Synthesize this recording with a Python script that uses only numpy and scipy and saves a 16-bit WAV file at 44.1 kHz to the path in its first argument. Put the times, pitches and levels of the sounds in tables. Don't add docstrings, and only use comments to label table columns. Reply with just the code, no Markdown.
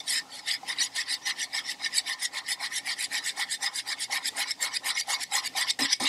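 import sys
import numpy as np
from scipy import signal
from scipy.fft import rfft, irfft
from scipy.io import wavfile
from scipy.ndimage import uniform_filter1d

SR = 44100
rng = np.random.default_rng(int(sys.argv[2]) if len(sys.argv) > 2 else 0)


def transcribe(signal):
    frames = np.atleast_2d(signal).T
    limited = np.clip(frames, -1, 1)
    pcm = np.round(limited * 32767).astype(np.int16)
    wavfile.write(sys.argv[1], SR, pcm)


def amplitude_ratio(level_db):
    exponent = np.asarray(level_db, float) / 20
    return 10 ** exponent


N = 268128
T = np.arange(N) / SR


def unit(x):
    return x / np.sqrt(np.mean(x ** 2) + 1e-20)


def curve(rows):
    return np.interp(T, [r[0] for r in rows], [r[1] for r in rows])


def wobble(rate_hz):
    knots = rng.standard_normal(int(N * rate_hz / SR) + 2)
    return np.interp(T * rate_hz, np.arange(len(knots)), knots)


def resonate(x, hz, width_hz):
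    return signal.lfilter(*signal.iirpeak(hz, hz / width_hz, SR), x)


def ring_twice(x, hz, width_hz):
    wide_hz = 1.82 * width_hz
    return resonate(resonate(x, hz, wide_hz), hz, wide_hz)


def grit(spread_db, fleck_db):
    slip_db = spread_db * np.minimum(rng.exponential(1, N), 4.2)
    clump_db = 2.4 * wobble(300) + 0.72 * wobble(60)
    slips = amplitude_ratio(slip_db + clump_db) * rng.standard_normal(N)
    z = signal.stft(slips, nperseg=512)[2]
    flecks = unit(uniform_filter1d(rng.standard_normal(z.shape), size=4, axis=1))
    return unit(signal.istft(z * amplitude_ratio(fleck_db * flecks), nperseg=512)[1][:N])


def rubbed(modes, force, wander_db, wander_hz, fleck_db, lean_db=0):
    drive = force * grit(spread_db=2.5, fleck_db=fleck_db)
    hz, width_hz, db = np.transpose(modes)
    wander = np.array([wobble(wander_hz) for _ in modes])
    feed = amplitude_ratio(db[:, None] + lean_db + wander_db * wander)
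    feed /= np.sqrt(width_hz @ feed ** 2 * 2.99 / SR)
    out = np.zeros(N)
    for k in range(len(modes)):
        out += (-1) ** k * ring_twice(drive * feed[k], hz[k], width_hz[k])
    return out


# (full contact [s], drag [s], first level [dB], last level [dB], bend of the blade [dB])
PUSHES = [(0.086, 0.098, -29.0, -26.5, -53.5), (0.48, 0.068, -27.5, -30.5, -53),
          (0.688, 0.041, -31.5, -32.5, -43.5), (0.961, 0.054, -30, -28.5, -48.9),
          (1.268, 0.039, -27.5, -28.5, -43), (1.545, 0.048, -29.0, -29, -46), (1.797, 0.067, -45, -28, -48),
          (2.072, 0.06, -31, -31, -44.5), (2.34, 0.048, -35.5, -30.5, -42), (2.601, 0.058, -40, -27.5, -42),
          (2.865, 0.059, -32.5, -29.0, -45.5), (3.123, 0.059, -32.5, -27, -44.5),
          (3.371, 0.053, -36, -24.5, -41.5), (3.631, 0.042, -28.5, -29.0, -40),
          (3.872, 0.055, -34.5, -29.5, -42.5), (4.122, 0.053, -29, -30, -38),
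          (4.372, 0.055, -31.5, -26, -36.5), (4.621, 0.052, -27, -31.5, -37.5),
          (4.854, 0.054, -32.0, -25.5, -36.5), (5.093, 0.052, -28, -26.5, -37),
          (5.335, 0.054, -25, -27, -37), (5.57, 0.06, -27, -26.5, -36.5), (5.789, 0.066, -29, -25, -38),
          (5.999, 0.074, -33.5, -24, -34.0)]
# (full contact [s], drag [s], first level [dB], last level [dB], edge bite [dB])
RETURNS = [(0.0, 0.012, -35.5, -45, -3.5), (0.321, 0.073, -42.5, -39, 3), (0.813, 0.049, -23.5, -34, 0),
           (1.098, 0.049, -29, -29, -1.5), (1.397, 0.039, -31, -29, 0), (1.661, 0.055, -37.5, -29.0, -0.5),
           (1.941, 0.045, -32.5, -25, 2), (2.223, 0.031, -29.5, -27.5, 2.5),
           (2.489, 0.037, -30, -26.5, 1.5), (2.733, 0.048, -33, -28.5, 2.5),
           (2.995, 0.052, -31.5, -29.5, 2.5), (3.257, 0.041, -30, -28.5, 2),
           (3.515, 0.031, -29.0, -30, 3.0), (3.76, 0.035, -30.5, -28.5, 4.5), (4.008, 0.031, -31, -29.5, 3),
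           (4.259, 0.03, -29, -26.5, 2.5), (4.456, 0.062, -43, -26.5, -1), (4.743, 0.029, -30.5, -26.5, 1),
           (4.956, 0.055, -34.5, -25.5, -1), (5.2, 0.038, -36.5, -26.5, 1), (5.449, 0.026, -31, -28.5, 1.5),
           (5.659, 0.05, -39, -23.5, -3), (5.893, 0.0423, -33, -20, -6)]
SLAM_FROM_S = 5.75


def sweep_force():
    slam_db_per_s = 25000
    stop_from_s, stop_s = 4.2, 0.0031
    stop_max_db, stop_db_per_s = 13.5, 429
    arch_db = 0.34
    creep_until_s, creep_below_db, creep_db_per_s = 2.2, 11, 260
    level_db = np.full(N, -120.)
    for rows, down_db_per_s, up_db_per_s in (PUSHES, 689, 685), (RETURNS, 436, 700):
        for s, drag_s, first_db, last_db, _ in rows:
            slams = s > SLAM_FROM_S and rows is PUSHES
            rise_db = slam_db_per_s if slams else down_db_per_s
            drop_db, fall_db = up_db_per_s * stop_s, up_db_per_s
            if s > stop_from_s and rows is RETURNS:
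                drop_db, fall_db = stop_max_db, stop_db_per_s
            times = s + np.cumsum([-1, 1, drag_s / 2, drag_s / 2, stop_s, 1])
            middle_db = (first_db + last_db) / 2 + arch_db
            stopped_db = last_db - drop_db
            shape_db = [first_db - rise_db, first_db, middle_db, last_db, stopped_db, stopped_db - fall_db]
            level_db = np.maximum(level_db, np.interp(T, times, shape_db))
            if s < creep_until_s:
                creep_db = first_db - creep_below_db - creep_db_per_s * (s - T)
                level_db = np.maximum(level_db, np.where(T < s, creep_db, -120))
    return amplitude_ratio(level_db)


# (bottom early, bottom late, edge early, edge late, rim, tip [all dB])
PUSH_SPOT = (-0.5, -2, -1.5, -9, -0.5, -19.5)
RETURN_SPOT = (-2, -8, -6.5, -5, 2, -29.5)
# (time [s], level [dB])
CENTRE_PASS = [(0, -6.5), (1, -2), (2, 1.5), (3, 4.5), (4, 1), (5, 1.5), (6, -3)]
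# (time [s], level [dB])
EDGE_TILT = [(.1, 3), (.5, -5.5), (1, -1), (1.8, -5), (2.3, -1), (3.4, 2), (4.5, 3.5), (5.5, 2), (6, 0.5)]


def spots():
    bend_mid_db, rim_per_bend, tip_per_bend = -41, -0.18, 0.3
    tilt_late, tilt_tip = 0.26, 0.62
    bottom_per_bite, bite_early, bite_late = 0.1, 2.8, 0.46
    centre_late = 0.15
    rows = []
    for s, drag_s, _, _, bend_db in PUSHES:
        press = bend_db - bend_mid_db
        tilt = np.interp(s, *np.transpose(EDGE_TILT))
        tip_db = tip_per_bend * press + tilt_tip * tilt
        change_db = np.array([0, 0, tilt, tilt_late * tilt, rim_per_bend * press, tip_db])
        rows.append([s, s + drag_s, *(PUSH_SPOT + change_db)])
    for s, drag_s, _, _, bite_db in RETURNS:
        change_db = bite_db * np.array([0, bottom_per_bite, bite_early, bite_late, 0, 0])
        rows.append([s, s + drag_s, *(RETURN_SPOT + change_db)])
    start, end, low_early, low_late, high_early, high_late, rim, tip = np.transpose(sorted(rows))
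    middle = np.interp(start, *np.transpose(CENTRE_PASS))
    times = np.ravel([start, (start + end) / 2, end], "F")

    def travel(early_db, late_db, arch_db):
        shape_db = np.ravel([early_db, (early_db + late_db) / 2 + arch_db, late_db], "F")
        return amplitude_ratio(np.interp(T, times, shape_db))

    bottom = travel(low_early + middle, low_late + centre_late * middle, 0)
    return bottom, travel(high_early, high_late, 3), travel(rim, rim, 0), travel(tip, tip, 3.5)


# (frequency [Hz], width [Hz], level [dB])
BOTTOM_MODES = [(1744, 215, -8.5), (1821, 56, 5), (1970, 111, 1), (2169, 54, 2), (2266, 74, -3.5),
                (2506, 120, -11)]
# (frequency [Hz], width [Hz], level [dB])
WALL_MODES = [(2906, 300, -4.5), (3340, 300, -3.5), (3625, 115, 2.5), (3940, 197, 1.5), (4260, 123, -2.5)]
# (frequency [Hz], width [Hz], level [dB])
RIM_MODES = [(4492, 180, -1.5), (4770, 154, -3), (5050, 150, 2.5), (5396, 217, -4), (5826, 143, -6)]
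# (frequency [Hz], width [Hz], level [dB])
EDGE_MODES = [(6215, 370, -7), (6850, 143, -3), (7484, 254, -1.5), (7920, 215, -4), (8110, 153, -0.5),
              (8700, 430, -5), (9520, 246, -2), (10280, 440, -9), (11140, 440, -8.5), (11600, 280, -16.5),
              (11860, 290, -14)]
# (frequency [Hz], width [Hz], level [dB])
TIP_MODES = [(13220, 270, 3), (13450, 250, -1), (14200, 300, -6), (14800, 180, -10)]


def scrape():
    light_db, light_share = -32.5, 0.19
    force = sweep_force()
    bottom, edge, rim, dig = spots()
    bottom = bottom * np.clip(amplitude_ratio(light_db) / force, 1, 30) ** light_share
    tin = force / np.sqrt(1 + bottom ** 2 + edge ** 2)
    wall = tin / np.sqrt(1 + rim ** 2)
    fizz = tin * edge * np.minimum(force / amplitude_ratio(-25), 1) ** 0.31
    return (rubbed(BOTTOM_MODES, tin * bottom, wander_db=4.5, wander_hz=40, fleck_db=3.5)
            + rubbed(WALL_MODES, wall, wander_db=5.5, wander_hz=45, fleck_db=4.5)
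            + rubbed(RIM_MODES, wall * rim, wander_db=7.5, wander_hz=44, fleck_db=4.5)
            + rubbed(EDGE_MODES, fizz, wander_db=4, wander_hz=47, fleck_db=6)
            + rubbed(TIP_MODES, fizz * dig, wander_db=0, wander_hz=51, fleck_db=8))


# (time [s], peak level [dB], frequency [Hz])
EDGE_CATCHES = [(0.0777, -22, 3840), (0.5122, -16.5, 4630), (0.7851, -19, 3890), (0.821, -19.5, 3800),
                (1.0839, -35, 4970), (1.268, -25, 5050), (1.5319, -23.5, 4900), (1.8452, -18, 5050),
                (1.93, -25.5, 5100), (2.714, -32, 1852), (3.116, -31, 1820), (3.6257, -23, 1870),
                (3.7564, -22.5, 4760), (4.2562, -19, 5090), (4.3675, -26, 8700), (4.601, -33, 1890),
                (5.3193, -28, 2130), (5.5638, -33, 4400), (5.683, -24, 5000), (5.7897, -22, 1804),
                (5.8915, -35, 4700), (5.9234, -15, 5150), (5.9993, -28, 1830), (6.0362, -22, 4970)]


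def catches():
    t60_s, rise_s = 0.046, 0.00074
    out, t = np.zeros(N + SR), T[:SR // 40]
    for s, db, hz in EDGE_CATCHES:
        neighbour_hz = hz * rng.uniform(1, 1.3)
        ring = np.sin(2 * np.pi * hz * t) + 0.43 * np.sin(2 * np.pi * neighbour_hz * t)
        decay = amplitude_ratio(db - 2.5 - 60 * t / t60_s)
        out[round(s * SR):][:len(t)] += decay * (1 - np.exp(-t / rise_s)) * ring
    return out[:N]


# (time [s], level [dB])
BLADE_REST = [
    (0, -54.5),
    (3, -57),
    (6, -92),
]
DEEP_HZ = 790


def bend():
    risen_hz, trail_hz = 1140, 950
    peak_s, unbend_s, trail_s, fade_s = 0.008, 0.022, 0.032, 0.022
    loose_db, sag_db, unbent_db, trail_db = -21, -3, -9, -9.5
    rub_db = -27.5
    level_db, knots = curve(BLADE_REST), []
    for s, drag_s, _, _, db in PUSHES:
        lead_s = 0.004 if s > SLAM_FROM_S else 0.049
        times = s + np.cumsum([-lead_s, lead_s + peak_s, drag_s - peak_s, unbend_s, trail_s, fade_s])
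        shape_db = db + np.array([loose_db, 0, sag_db, unbent_db, trail_db, loose_db])
        level_db = np.maximum(level_db, np.interp(T, times, shape_db, -120, -120))
        knots += [(times[0], DEEP_HZ), (s, DEEP_HZ), (times[2], risen_hz), (times[4], trail_hz)]
    return np.hypot(amplitude_ratio(level_db), amplitude_ratio(rub_db) * sweep_force()), curve(knots)


# (time [s], peak level [dB])
WALL_KNOCKS = [
    (0.63, -27.5),
    (3.375, -28.5),
    (4.097, -27.5),
    (4.83, -41),
    (5.079, -25.5),
    (5.317, -29.5),
    (5.55, -23),
    (5.79, -28),
    (6.001, -24.5),
]
# (frequency [Hz], width [Hz], level [dB])
STICK_MODES = [(598, 220, -9), (685, 98, -5), (813.7, 63, 2), (1030, 82, 1), (1212, 100, -3.5),
               (1336, 190, -2.5)]


def stick():
    blows = np.zeros(N)
    for s, db in WALL_KNOCKS:
        blows[round(s * SR):][:44] += amplitude_ratio(db + 13) * np.hanning(44)
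    upper_hz, upper_width_hz = STICK_MODES[3][:2]
    knock = amplitude_ratio(6) * ring_twice(blows, DEEP_HZ, 40.5) + amplitude_ratio(-7) * ring_twice(blows, upper_hz, upper_width_hz)
    pressure, pitch_hz = bend()
    octaves_off = np.log2(np.transpose(STICK_MODES)[0][:, None] / pitch_hz)
    lean_db = -14 * np.abs(octaves_off)
    return rubbed(STICK_MODES, pressure, wander_db=4, wander_hz=30, fleck_db=2.5, lean_db=lean_db) + knock


# (time [s], level [dB])
BENCH_ROCKS = [
    (5.787, -30),
    (5.993, -32.5),
]
# (frequency [Hz], width [Hz], level [dB])
BENCH_MODES = [(85, 50, -31), (134, 63, -16.5), (250, 40, -9), (278, 33, 3), (336, 47, -15),
               (490, 180, -15)]


def bench():
    rise_s, hold_s, stop_s = 0.021, 0.045, 0.04
    steps = np.cumsum([0, rise_s, hold_s, stop_s])
    shake = np.zeros(N)
    for s, db in BENCH_ROCKS:
        rocking = (T > s) * (T < s + steps[-1])
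        shake += rocking * amplitude_ratio(db + np.interp(T - s, steps, [-7.5, 0, -11, -41]))
    return rubbed(BENCH_MODES, shake, wander_db=3, wander_hz=30, fleck_db=-0.5)


def room(x, t60_s):
    t = T[:SR // 3]
    mid, side = rng.standard_normal((2, len(t))) * amplitude_ratio(-60 * t / t60_s)
    tail = (mid + amplitude_ratio(-12) * np.outer([1, -1], side)) / np.linalg.norm(mid)
    return signal.fftconvolve(np.pad(x, (200, 0))[None], tail, axes=1)[:, :N]


# (frequency [Hz], density [dB per Hz])
AIR_COLOUR = [(20, -34), (50, -21.5), (120, -11.5), (230, -7.5), (275, 1.5), (330, -7.5), (600, -9),
              (820, -5.5), (1400, -18), (2500, -11.5), (5000, -12), (8000, -16.5), (15000, -32),
              (15800, -34)]
# (frequency [Hz], rms level [dB])
MAINS = [
    (60, -83.5),
    (120, -76),
    (180, -76.5),
]


def workshop():
    hz, db = np.transpose(AIR_COLOUR)
    colour = amplitude_ratio(np.interp(np.log(np.fft.rfftfreq(N, 1 / SR) + 1), np.log(hz), db))
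    mid, side = irfft(rfft(rng.standard_normal((2, N))) * colour, N)
    air = amplitude_ratio(-53.5 + 1.67 * wobble(6)) * unit(mid + amplitude_ratio(-22.5) * np.outer([1, -1], side))
    for hum_hz, hum_db in MAINS:
        air = air + np.sqrt(2) * amplitude_ratio(hum_db + 2.8 * wobble(4.45)) * np.sin(2 * np.pi * hum_hz * T)
    return air


def scene():
    near = scrape() + catches() + stick() + bench()
    step = 1 / (0.12 * SR)
    loudness = signal.lfilter([step], [1, step - 1], near ** 2)
    return near + amplitude_ratio(-23) * room(near, t60_s=0.09) + workshop() / np.sqrt(1 + loudness / amplitude_ratio(-48.5))


def roll_off(x):
    return signal.sosfilt(signal.butter(12, 15720, fs=SR, output="sos"), x)


def record(dry):
    top_hz = 15720
    limited = irfft(rfft(dry) * (np.fft.rfftfreq(N, 1 / SR) < top_hz), N)
    return roll_off(limited)


dry = scene()
out = record(dry)
transcribe(out)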